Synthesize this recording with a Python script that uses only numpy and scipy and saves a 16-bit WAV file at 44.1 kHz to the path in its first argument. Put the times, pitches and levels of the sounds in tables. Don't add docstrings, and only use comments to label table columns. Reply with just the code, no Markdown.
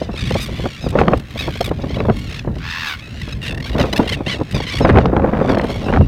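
import sys
import numpy as np
from scipy import signal
from scipy.fft import rfft, irfft, next_fast_len
from scipy.io import wavfile
from scipy.ndimage import uniform_filter1d

SR = 44100
rng = np.random.default_rng(int(sys.argv[2]) if len(sys.argv) > 2 else 0)


def gain_from_decibels(decibels):
    exponent = np.asarray(decibels, float) / 20
    return 10 ** exponent


def digitize_waveform(pressure):
    field = np.atleast_2d(pressure).T
    bounded = np.clip(field, -1, 1)
    quanta = np.round(bounded * 32767).astype(np.int16)
    wavfile.write(sys.argv[1], SR, quanta)


N = 267819


def colour_db(shape, hz):
    f, db = np.transpose(shape)
    return np.interp(np.log(np.maximum(hz, 1)), np.log(f), db)


def shaped(x, shape):
    size = next_fast_len(len(x))
    gain = gain_from_decibels(colour_db(shape, np.fft.rfftfreq(size, 1 / SR)))
    y = irfft(rfft(x, size) * gain, size)[:len(x)]
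    return y / np.sqrt(np.mean(y ** 2))


def noise(shape):
    return shaped(rng.standard_normal(N), shape)


def walk(rate):
    hold = int(SR / rate)
    steps = np.repeat(rng.standard_normal(N // hold + 1), hold)
    return 1.3 * uniform_filter1d(uniform_filter1d(steps, hold), hold)[:N]


def swells(t, rows, swing_db, rest_db):
    power, coarse = gain_from_decibels(2 * rest_db), t[::64]
    for s, build, decay, db in rows:
        away = np.maximum((s - coarse) / build, (coarse - s) / decay)
        power = power + gain_from_decibels(2 * (db - swing_db * away))
    return np.interp(t, coarse, 10 * np.log10(power))


def syrinx(hz, shape, bright_db, count=16, gape_hz=3000., gape_db=0.):
    gape_width_hz = 1400
    k = np.arange(1, count + 1)[:, None]
    lift = np.clip((k - 1.8) / 1.8, 0, 1) * np.clip(2.1 - k / 3.6, .7, 1)
    gape = gape_db * np.exp(-((k * np.mean(hz) - gape_hz) / gape_width_hz) ** 2)
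    level_db = colour_db(shape, k * np.mean(hz)) + bright_db * lift + gape
    gain = gain_from_decibels(level_db) * (k * np.max(hz) < .45 * SR)
    phase = np.cumsum(2 * np.pi * hz / SR)
    tone = np.sum(gain * np.sin(k * phase + 0.61 * k ** 2), axis=0)
    return tone / np.sqrt(np.sum(gain ** 2) / 2)


# (peak t/s, build/s, decay/s, rumble level/dB, buffeting level/dB)
GUSTS = [(0, .1, 0.96, -30, -36.5), (.34, 0.27, 0.09, -17, -45), (.65, 0.33, 0.039, -20, -29.5),
         (.86, 0.062, 0.22, -20, -39), (0.99, 0.066, 0.12, -18.5, -11), (1.13, 0.166, 0.075, -17, -17),
         (1.479, 0.1, 0.088, -19, -27.5), (1.71, 0.12, 0.087, -23, -32), (2.102, 0.49, 0.065, -15.5, -22.5),
         (2.24, 0.37, 0.38, -23.5, -39), (2.48, 0.034, 0.15, -17.5, -31.5), (3.29, 0.049, 0.77, -27.5, -45),
         (3.59, 0.57, 0.13, -21.5, -34.5), (3.829, 0.12, 0.085, -15, -12), (4.0, 0.18, 0.11, -30, -19.5),
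         (4.431, 1, 0.047, -24, -30), (4.562, 0.028, 0.053, -14.5, -15), (4.85, 0.054, 0.37, -19.5, -13.5),
         (4.97, 0.16, 0.083, -8, -9.5), (5.08, 0.075, 0.4, -18.5, -32), (5.29, 0.66, 0.49, -26, -20.5),
         (5.59, 0.77, 0.3, -22, -16.5), (5.96, 0.19, 0.12, -16.5, -14), (6.019, 0.081, 0.062, -7, -41)]


def gust_levels(t):
    rumble_rows = [gust[:4] for gust in GUSTS]
    buffet_rows = [gust[:3] + gust[4:] for gust in GUSTS]
    return swells(t, rumble_rows, 12.5, -38), swells(t, buffet_rows, 23.5, -48.5)


# (f/Hz, level/dB)
RUMBLE = [(15, -47), (30, -6.5), (58, 6), (130, 2), (250, -6.5), (500, -25.5), (2000, -90)]
# (f/Hz, level/dB)
BUFFET = [(60, -9), (200, 3.5), (360, -1), (580, -1.5), (1100, -15), (1900, -26.5), (3300, -66),
          (6000, -64)]


def gusts(rumble_db, buffet_db, crack):
    lumps = gain_from_decibels(2.8 * walk(60) + 3.6 * walk(150))
    rumble = gain_from_decibels(rumble_db + 2 * walk(25.23)) * noise(RUMBLE)
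    buffeting = gain_from_decibels(buffet_db + 0.5) * lumps * noise(BUFFET)
    small_eddies = gain_from_decibels(1.77 * buffet_db - 3.0) * lumps * gain_from_decibels(7 * walk(400)) * crack
    return rumble + buffeting + small_eddies


# (f/Hz, level/dB)
SURF = [(200, -41), (600, -20), (1800, 2), (3300, -23), (7600, -27), (15800, -56)]


def surf(buffet_db):
    level_db = -46
    return gain_from_decibels(level_db - 0.61 * (buffet_db + 50.0)) * noise(SURF)


def throb(rate, sharp):
    phase = np.cumsum(rate) / SR % 1
    return np.minimum(phase / 0.078, 1) * np.exp(-phase * sharp)


# (f/Hz, level/dB)
THROAT = [(500, -43), (1100, -6.5), (2000, 1.5), (2900, 1.5), (3700, -0.5), (4900, -8.5), (6300, -12),
          (9000, -49)]
# (f/Hz, level/dB)
BREATH = [(1000, -5), (1800, 1.5), (4200, -2.5), (6500, -18), (8600, -14.5), (10300, -19), (12200, -20.5),
          (16000, -27.5)]
# (peak t/s, build/s, decay/s, level/dB)
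OUTBURSTS = [(0, .1, 0.25, -36.5), (.19, 0.07, 0.78, -31.5), (.41, 0.31, 0.069, -29), (.63, 0.67, 1, -33),
             (1.0, 0.064, 0.056, -29), (1.149, 0.15, 0.1, -38), (1.42, 0.22, 0.26, -30.5),
             (1.57, 0.53, 0.25, -32.5), (1.94, 1, 0.53, -39), (2.36, 0.5, 0.12, -31.5),
             (2.71, 0.2, 0.78, -34), (2.9, 0.35, 0.12, -28), (3.31, 1, 0.16, -36),
             (3.469, 0.068, 0.052, -24.5), (3.67, 0.083, 0.31, -36), (3.81, 0.12, 0.23, -29),
             (4.12, 0.43, 0.12, -29.5), (4.31, 0.14, 0.22, -31.5), (4.71, 0.53, 0.45, -29),
             (4.98, 0.045, 0.14, -36), (5.5, 0.37, 0.26, -35), (5.71, 0.24, 0.67, -31.5),
             (5.96, 0.67, 0.13, -41)]


def chatter(t):
    level_db = swells(t, OUTBURSTS, 28.5, -54)
    far_breath = THROAT[:7] + [(8000, -18), (11000, -46)]
    voices = 0
    for rest_hz in (880, 998, 1140, 1275):
        hz = rest_hz * (1 + .09 * walk(14) + 0.028 * walk(300))
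        gate = throb(62 * (1 + 0.32 * walk(6)), 2.56) * gain_from_decibels(4.4 * walk(9))
        voices = voices + gate * (syrinx(hz, THROAT, 0., count=6) + 0.59 * noise(far_breath))
    crowd = np.sqrt(uniform_filter1d(voices ** 2, size=SR // 12))
    flicker = uniform_filter1d(np.abs(voices), size=100) / crowd
    hiss = flicker ** 1.4 * noise([(5500, -19)] + BREATH[3:])
    hiss_gain = gain_from_decibels(-14.5 + 0.13 * (level_db + 22.0))
    return gain_from_decibels(level_db - 1.0) * (voices / crowd + hiss_gain * hiss)


# (t/s, level/dB above the corner)
TILT = [(.2, -6), (.43, 2), (.9, -1), (1.4, 5), (1.65, 3), (2.3, 1), (2.85, 0.5), (3.45, -1), (3.7, 4),
        (3.95, 3), (4.3, -7), (4.55, -1), (4.78, -4), (5.1, -7), (5.7, 0)]


def tilted(birds, t):
    corner_hz = 11200
    top = signal.sosfiltfilt(signal.butter(6, corner_hz, "high", fs=SR, output="sos"), birds)
    return birds + (gain_from_decibels(np.interp(t, *np.transpose(TILT))) - 1) * top


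# (t/s, treble breath level/dB)
FACING = [(.2, -8), (.37, -6.5), (.43, 5.5), (.5, -10), (.9, -0.5), (1.4, -11.5), (1.55, -15), (1.65, 0),
          (1.8, -24), (2.2, -1.5), (2.4, -17), (3.44, -7.5), (3.7, -14), (3.95, -7), (4.3, -13), (4.53, -6),
          (4.65, -19), (4.79, -6.5), (5.05, -20), (5.7, -5)]
# (f/Hz, level/dB)
GAPE_TREBLE = [(5000, -60), (7000, -29), (9000, -18), (10600, -29), (12300, -21), (14000, -32),
               (15800, -31)]


def near_birds():
    calls = trills() + cries() + pips() + held_notes() + clicks() + whistles()
    out, waver = np.zeros(N), walk(350)
    facing = gain_from_decibels(np.interp(np.arange(N) / SR, *np.transpose(FACING)))
    air = noise(BREATH[:4] + [(8000, -59)]) + facing * noise([(5500, -14.0)] + BREATH[3:])
    for s, ms, first_hz, last_hz, db, bright_db, voice, gape_hz, gape_db in calls:
        at = np.arange(int(s * SR), min(int((s + ms / 1000 + 0.0014) * SR), N))
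        along = np.linspace(0, 1, len(at))
        hz = (first_hz + (last_hz - first_hz) * along ** 1.93) * (1 + .014 * waver[at])
        edge_s = np.minimum(along, 1 - along) * len(at) / SR
        envelope = np.sin(np.pi / 2 * np.clip(edge_s / 0.0016, 0, 1)) ** 2
        tone = syrinx(hz, THROAT, bright_db + 2.5, count=8, gape_hz=gape_hz, gape_db=gape_db)
        tone = tone + gain_from_decibels(-17.0) * facing[at] * syrinx(hz, GAPE_TREBLE, 0, count=15)
        out[at] += gain_from_decibels(db) * envelope * (voice * tone + (1.38 - voice) * air[at])
    return out


def echoed(birds):
    age = np.arange(SR // 16) / SR
    echo = rng.standard_normal(len(age)) * np.exp(-age / .008)
    return birds + gain_from_decibels(-33.5) * signal.fftconvolve(birds, echo)[:N]


# (first pip t/s, last pip t/s, top f/Hz, level/dB, brightness level/dB)
TRILLS = [
    (.002, 0.044, 1344, -42, 11),
    (1.449, 1.465, 1120, -33, 2),
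    (1.534, 1.551, 1058, -33, 2),
    (1.607, 1.625, 1136, -29, 8),
    (1.892, 1.923, 1105, -36, 2),
    (2.165, 2.188, 1094, -35.5, -6),
    (2.293, 2.391, 1104, -33, 1),
    (3.285, 3.323, 1413, -35.5, 3.5),
    (3.781, 3.826, 992, -22, 2),
    (3.17, 3.245, 960, -37, -4),
]


def trills():
    beat_s, top_at = .0155, 0.373
    calls = []
    for first, last, top_hz, db, bright_db in TRILLS:
        gaps = round((last - first) / beat_s)
        for k in range(gaps + 1):
            along = k / gaps
            pitch_chance, level_chance = rng.standard_normal(2)
            sag = (along - top_at) ** 2 * min(gaps / 5, 1)
            share = 0.5 if along > top_at else 1.15
            hz = top_hz * (1 - share * sag) * (1 + 0.014 * pitch_chance)
            ms = max(8 + 8.9 * (hz / 1000 - 1.1), 3)
            pip_db = db - 4 * sag + 4 * level_chance
            voice = 0.8 if k == 0 and gaps > 2 else 1
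            calls.append((first + (last - first) * along, ms, hz, 1.006 * hz, pip_db, bright_db, voice, 0, 0))
    return calls


# (t/s, peak level/dB)
THUMPS = [(.015, -6), (0.864, -6.5), (1.478, -9), (1.607, -3), (1.711, -6.5), (2.084, -1), (2.474, -6.5),
          (3.838, -7), (3.994, 5), (4.205, -9.5), (4.411, -6), (4.807, -1.5), (5.129, -1.5), (5.243, 0),
          (5.412, -4), (5.447, -9), (5.628, -13), (6.009, -2)]
# (t/s, peak level/dB)
PUFFS = [(0.09, -16), (0.139, -20), (0.487, -18.5), (0.594, -15), (0.64, -14), (0.841, -17), (0.923, -20),
         (1.357, -16.5), (1.407, -19.5), (1.555, -21), (1.677, -17), (1.837, -13), (1.904, -15.5),
         (1.969, -16), (2.445, -20.5), (2.564, -22), (3.529, -20.5), (3.933, -12.5), (4.062, -16),
         (4.118, -17), (4.267, -13), (4.34, -22), (4.742, -18), (5.04, -12), (5.096, -12), (5.291, -13.5),
         (5.388, -9), (5.471, -22), (5.692, -15), (5.815, -14.5), (5.862, -11)]
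# (t/s, peak level/dB, crack level/dB above the pop)
HARD_EDDIES = [(.308, -7.5, -20), (.352, -4.5, -17.5), (.656, -7.5, -16), (.953, 0, -13.5),
               (.987, -4, -7.5), (1.013, 3.5, -6), (1.08, 2, -1), (1.133, 2, -5), (2.002, -7, -0.5),
               (2.097, 2, -11.5), (3.276, -19, -24.5), (3.752, -7.5, -18), (3.79, -6.5, -12.5),
               (4.545, -14, -16.5), (4.602, -10.5, -10), (4.849, -1, -4.5), (4.956, -2, -23.5),
               (4.971, 2, -5), (4.984, 3, -2.5), (5.055, -5, 1), (5.164, -1.5, -5.5), (5.195, -3, -10.5),
               (5.362, -10, -13), (5.497, -3.5, -9.5), (5.57, -3, -13.5), (5.884, -10.5, -0.5),
               (5.333, -12, -10.5), (5.369, -12, -5), (5.26, -14, -3.5), (5.545, -6.5, -8),
               (5.595, -5.5, -4.5), (5.936, -4.5, 0), (5.96, -9, -1), (5.925, -8, -3), (5.971, -4, -6)]


def eddies(crack):
    soft_crack_db = -24.5
    pop = noise(BUFFET)
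    rows = HARD_EDDIES + [(s, db, soft_crack_db) for s, db in THUMPS]
    rows += [(s, db + 1.5, soft_crack_db) for s, db in PUFFS]
    out = np.zeros(N)
    for s, db, crack_db in rows:
        hz = rng.uniform(0.751, 1.289) * max(847.0 + 17 * crack_db, 200)
        at = np.arange(int((s - .003) * SR), min(int((s + 0.035) * SR), N))
        age_ms = (at - at[0]) / SR * 1000
        swell = np.minimum(age_ms / 5, 1) ** 2 * np.exp(-(age_ms / 14) ** 2)
        core = 0.9 * np.exp(-((age_ms - 6) / 2.64) ** 2) * np.sin(2 * np.pi * hz * age_ms / 1000)
        burst = swell * pop[at] + core
        snap = swell ** 8 * crack[at]
        out[at] += gain_from_decibels(db) * (burst / np.abs(burst).max() + gain_from_decibels(crack_db) * snap / np.abs(snap).max())
    return out


# (t/s, duration/ms, f/Hz, level/dB, gape resonance f/Hz)
CRIES = [(.113, 8.6, 1350, -41.5, 5400), (0.131, 11, 1350, -39.5, 5400), (.148, 12, 1340, -38, 4100),
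         (.160, 8.3, 1097, -30.5, 3300), (.174, 9.4, 1230, -26.5, 3620), (.190, 9.9, 1230, -28, 3700),
         (0.207, 12, 1205, -28, 4800), (0.221, 6.9, 1130, -30, 3400), (.237, 8, 1130, -30, 3400),
         (.252, 15, 1287, -31, 3900), (0.271, 9.5, 1086, -27, 3200), (.292, 6, 1070, -28.5, 2500),
         (.303, 7, 910, -25, 2000), (1.642, 9.7, 1240, -25, 3770), (1.658, 9.6, 1154, -25.5, 3450),
         (1.675, 6.8, 1090, -31, 3200), (1.689, 6, 1010, -32, 3000), (3.416, 6, 940, -31.5, 2800),
         (3.427, 18, 925, -29.5, 2800), (3.45, 5.2, 880, -28, 2600), (3.465, 11, 960, -31, 2800),
         (3.478, 9, 930, -25.5, 2800), (3.492, 7.3, 910, -27.5, 2700), (3.507, 6.9, 892, -26, 2700),
         (3.521, 7, 886, -28.5, 2700), (3.545, 6.8, 904, -29, 1800), (3.624, 6.3, 1070, -30, 4300),
         (3.642, 8, 1096, -27.5, 4500), (3.657, 9.8, 1125, -34, 4500), (3.659, 22.4, 786, -30, 1600),
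         (3.716, 7.3, 950, -36.5, 2900), (3.728, 8.4, 970, -33.5, 3900), (3.74, 9, 955, -34, 2920),
         (5.491, 7.1, 1190, -28.5, 4750), (5.502, 6.2, 1147, -31, 4650), (5.516, 5.4, 1140, -28.5, 4550),
         (5.546, 6.3, 1100, -32, 4400), (5.582, 7, 1060, -30, 4250), (5.612, 5.1, 1054, -31.5, 4150),
         (1.374, 8, 1150, -27, 3500), (1.389, 13, 1260, -23, 3800), (1.405, 9, 1250, -25, 3750),
            (1.420, 10, 1170, -26, 3500), (1.435, 8, 1130, -28, 3400), (1.942, 9, 1130, -29, 3400),
            (1.958, 8, 990, -31, 3500), (4.544, 11, 1240, -24, 5000), (4.559, 9, 1200, -26, 4800),
            (4.574, 8, 1155, -28, 4600), (4.075, 9, 926, -22.5, 2750), (4.091, 9.8, 1058, -19, 3830),
            (4.122, 14, 1005, -19, 3000), (4.139, 11.4, 920, -24, 2750), (4.262, 12, 920, -25, 2800),
            (4.278, 14, 1038, -21.5, 3100), (4.294, 13, 1138, -21, 3400), (4.310, 16, 1023, -22.5, 3100),
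            (4.325, 14, 996, -22.5, 3000), (4.342, 8.9, 910, -26.5, 2750), (4.357, 7, 1070, -32, 3200),
            (4.586, 7.2, 968, -34, 1900), (4.601, 10, 1103, -27, 4400), (4.617, 8.8, 944, -28, 1900),
            (4.623, 6, 1100, -39, 3300), (4.637, 6.1, 1074, -26, 3200), (4.652, 5, 1000, -34, 3000),
            (4.666, 8.5, 1027, -24.5, 3000), (4.686, 8.3, 995, -26, 3000), (4.696, 7.3, 1070, -24.5, 5300),
            (4.702, 34, 1160, -28, 2350), (4.736, 7.1, 1094, -22.5, 4400), (4.752, 7.5, 1110, -22, 4400),
            (4.768, 8, 1140, -23, 4500), (4.783, 8, 953, -25, 1900), (4.786, 5.5, 1240, -31, 5000),
            (4.797, 7.1, 1064, -29, 3200)]


def cries():
    return [(s, ms, .99 * hz, 1.015 * hz, db, -3.0, .96, gape_hz, 8)
            for s, ms, hz, db, gape_hz in CRIES]


# (t/s, duration/ms, f/Hz, level/dB, brightness level/dB)
PIPS = [(.32, 5.8, 1020, -25.5, 2), (0.34, 9.8, 1055, -26.5, 1), (.459, 6.9, 1110, -29.5, 0),
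        (0.562, 20, 1197, -39, 2), (1.818, 7.5, 1256, -37, 12), (2.703, 9.5, 1220, -28, 9),
        (2.869, 11, 1314, -25.5, -7), (2.993, 6.1, 1073, -32.5, 4), (3.214, 7, 993, -29, -15),
        (3.574, 8.6, 904, -29, -21), (3.601, 7.4, 917, -29, -16), (3.927, 9.4, 998, -18.5, 7),
        (3.96, 10.4, 856, -20.5, -4), (5.696, 23, 1044, -36, 9), (5.713, 4.9, 1080, -42.5, 23)]


def pips():
    return [(s, ms, hz, 1.03 * hz, db, bright_db, 1, 0, 0) for s, ms, hz, db, bright_db in PIPS]


# (t/s, duration/ms, first f/Hz, last f/Hz, level/dB)
NOTES = [
    (0.363, 30, 1128, 1170, -30.5),
    (0.402, 49, 1280, 1190, -31),
    (2.116, 140, 1100, 1120, -45),
    (2.866, 49.5, 1275, 1160, -34),
    (3.349, 29, 1056, 1050, -48),
    (3.868, 17, 950, 1020, -38),
    (3.99, 44, 930, 915, -37),
    (5.006, 19, 980, 880, -40),
]


def held_notes():
    bright_db_per_khz, neutral_hz = 32, 1130
    return [(s, ms, first_hz, last_hz, db, bright_db_per_khz * (first_hz - neutral_hz) / 1000, 1, 0, 0)
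            for s, ms, first_hz, last_hz, db in NOTES]


# (t/s, peak level/dB)
CLICKS = [(0.4724, -31), (0.888, -27.5), (.904, -28), (1.173, -27), (1.1965, -28.5), (1.3063, -29),
          (2.5544, -29.5), (2.5833, -27), (3.694, -22), (3.976, -13), (4.51, -23), (4.522, -24),
          (4.88, -25), (4.893, -21.5), (5.056, -22.5), (5.64, -28.5), (5.664, -39)]


def clicks():
    return [(s - .001, 7, 950, 990, db - 8.5, 0, .5, 0, 0) for s, db in CLICKS]


# (t/s, duration/ms, first f/Hz, last f/Hz, level/dB)
WHISTLES = [(.522, 128, 3420, 3320, -41.5), (1.985, 22, 3950, 3800, -40), (3.02, 60, 2600, 2500, -43),
            (.738, 20, 2750, 2750, -41), (.764, 18, 2300, 2470, -48), (.815, 58, 5150, 4690, -41),
            (4.165, 50, 2560, 2370, -47), (4.815, 41, 5310, 4760, -36), (5.641, 50, 2420, 2320, -46),
            (5.84, 30, 5250, 5050, -45.5), (5.858, 50, 2650, 2950, -40.5), (6.0, 50, 2800, 2710, -45.5)]


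def whistles():
    calls = []
    for s, ms, first_hz, last_hz, db in WHISTLES:
        k = round(first_hz / 1250)
        calls.append((s, ms, first_hz / k, last_hz / k, db, -2.5, 1.2, first_hz, 14))
    return calls


# (t/s, f/Hz, level/dB, whistling breath level/dB)
RASP = [
    (2.6, 758, -38.5, -34),
    (2.65, 839, -29, -29),
    (2.719, 898, -26, -28),
    (2.799, 900, -25, -26),
    (2.85, 890, -24.5, -23),
    (2.895, 790, -24.5, -18),
    (2.946, 725, -26, -22),
    (2.97, 735, -51, -29),
]
# (t/s, throbs so far)
RASP_THROBS = [
    (2.592, 0),
    (2.7945, 17),
    (2.8315, 20),
    (2.896, 25),
    (2.975, 31),
]
# (f/Hz, level/dB)
RASP_THROAT = [(600, -43), (950, 2), (1800, 2.5), (2600, -1.5), (4500, -8), (6200, -20), (9000, -41),
               (14000, -38)]
# (f/Hz, level/dB)
RASP_HISS = [(6500, -20), (8200, -9), (10500, -11), (12000, -11), (12800, -1), (15500, -5)]


def rasp(t):
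    s, *columns = np.transpose(RASP)
    at = np.flatnonzero((t > s[0]) & (t < s[-1]))
    hz, db, hiss_db = (np.interp(t[at], s, c) for c in columns)
    phase = np.interp(t[at], *np.transpose(RASP_THROBS)) % 1
    flow = 0.08 + np.minimum(phase / 0.064, 1) * np.exp(-(phase / 0.46) ** 1.16)
    hz = hz * (1.03 - 0.19 * np.exp(-phase / 0.13) + .026 * walk(300)[at])
    tone = syrinx(hz, RASP_THROAT, 0., count=18)
    breath = .6 * noise(RASP_THROAT)[at]
    hiss = gain_from_decibels(hiss_db) * noise(RASP_HISS)[at]
    out = np.zeros(N)
    out[at] = gain_from_decibels(db + 4.0) * flow * (tone + breath + hiss)
    return out


def scene():
    t = np.arange(N) / SR
    rumble_db, buffet_db = gust_levels(t)
    crack = noise([(550, -60), (1050, 12.0), (2600, -4), (5000, -29.5), (12000, -72)])
    wind = gusts(rumble_db, buffet_db, crack) + eddies(crack)
    self_noise = gain_from_decibels(-63) * rng.standard_normal(N)
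    birds = tilted(chatter(t) + echoed(near_birds() + rasp(t)), t)
    return (birds + surf(buffet_db) + self_noise + wind)[None]


def low_pass(x):
    return signal.sosfilt(signal.butter(12, 15970, fs=SR, output="sos"), x)


def record(dry):
    top_hz = 15980
    loud = np.tanh(.9 * dry) / .93
    cut = signal.sosfilt(signal.ellip(10, .2, 80, top_hz, fs=SR, output="sos"), loud)
    mix = np.clip(cut, -1, 1)
    return low_pass(mix)


dry = scene()
out = record(dry)
digitize_waveform(out)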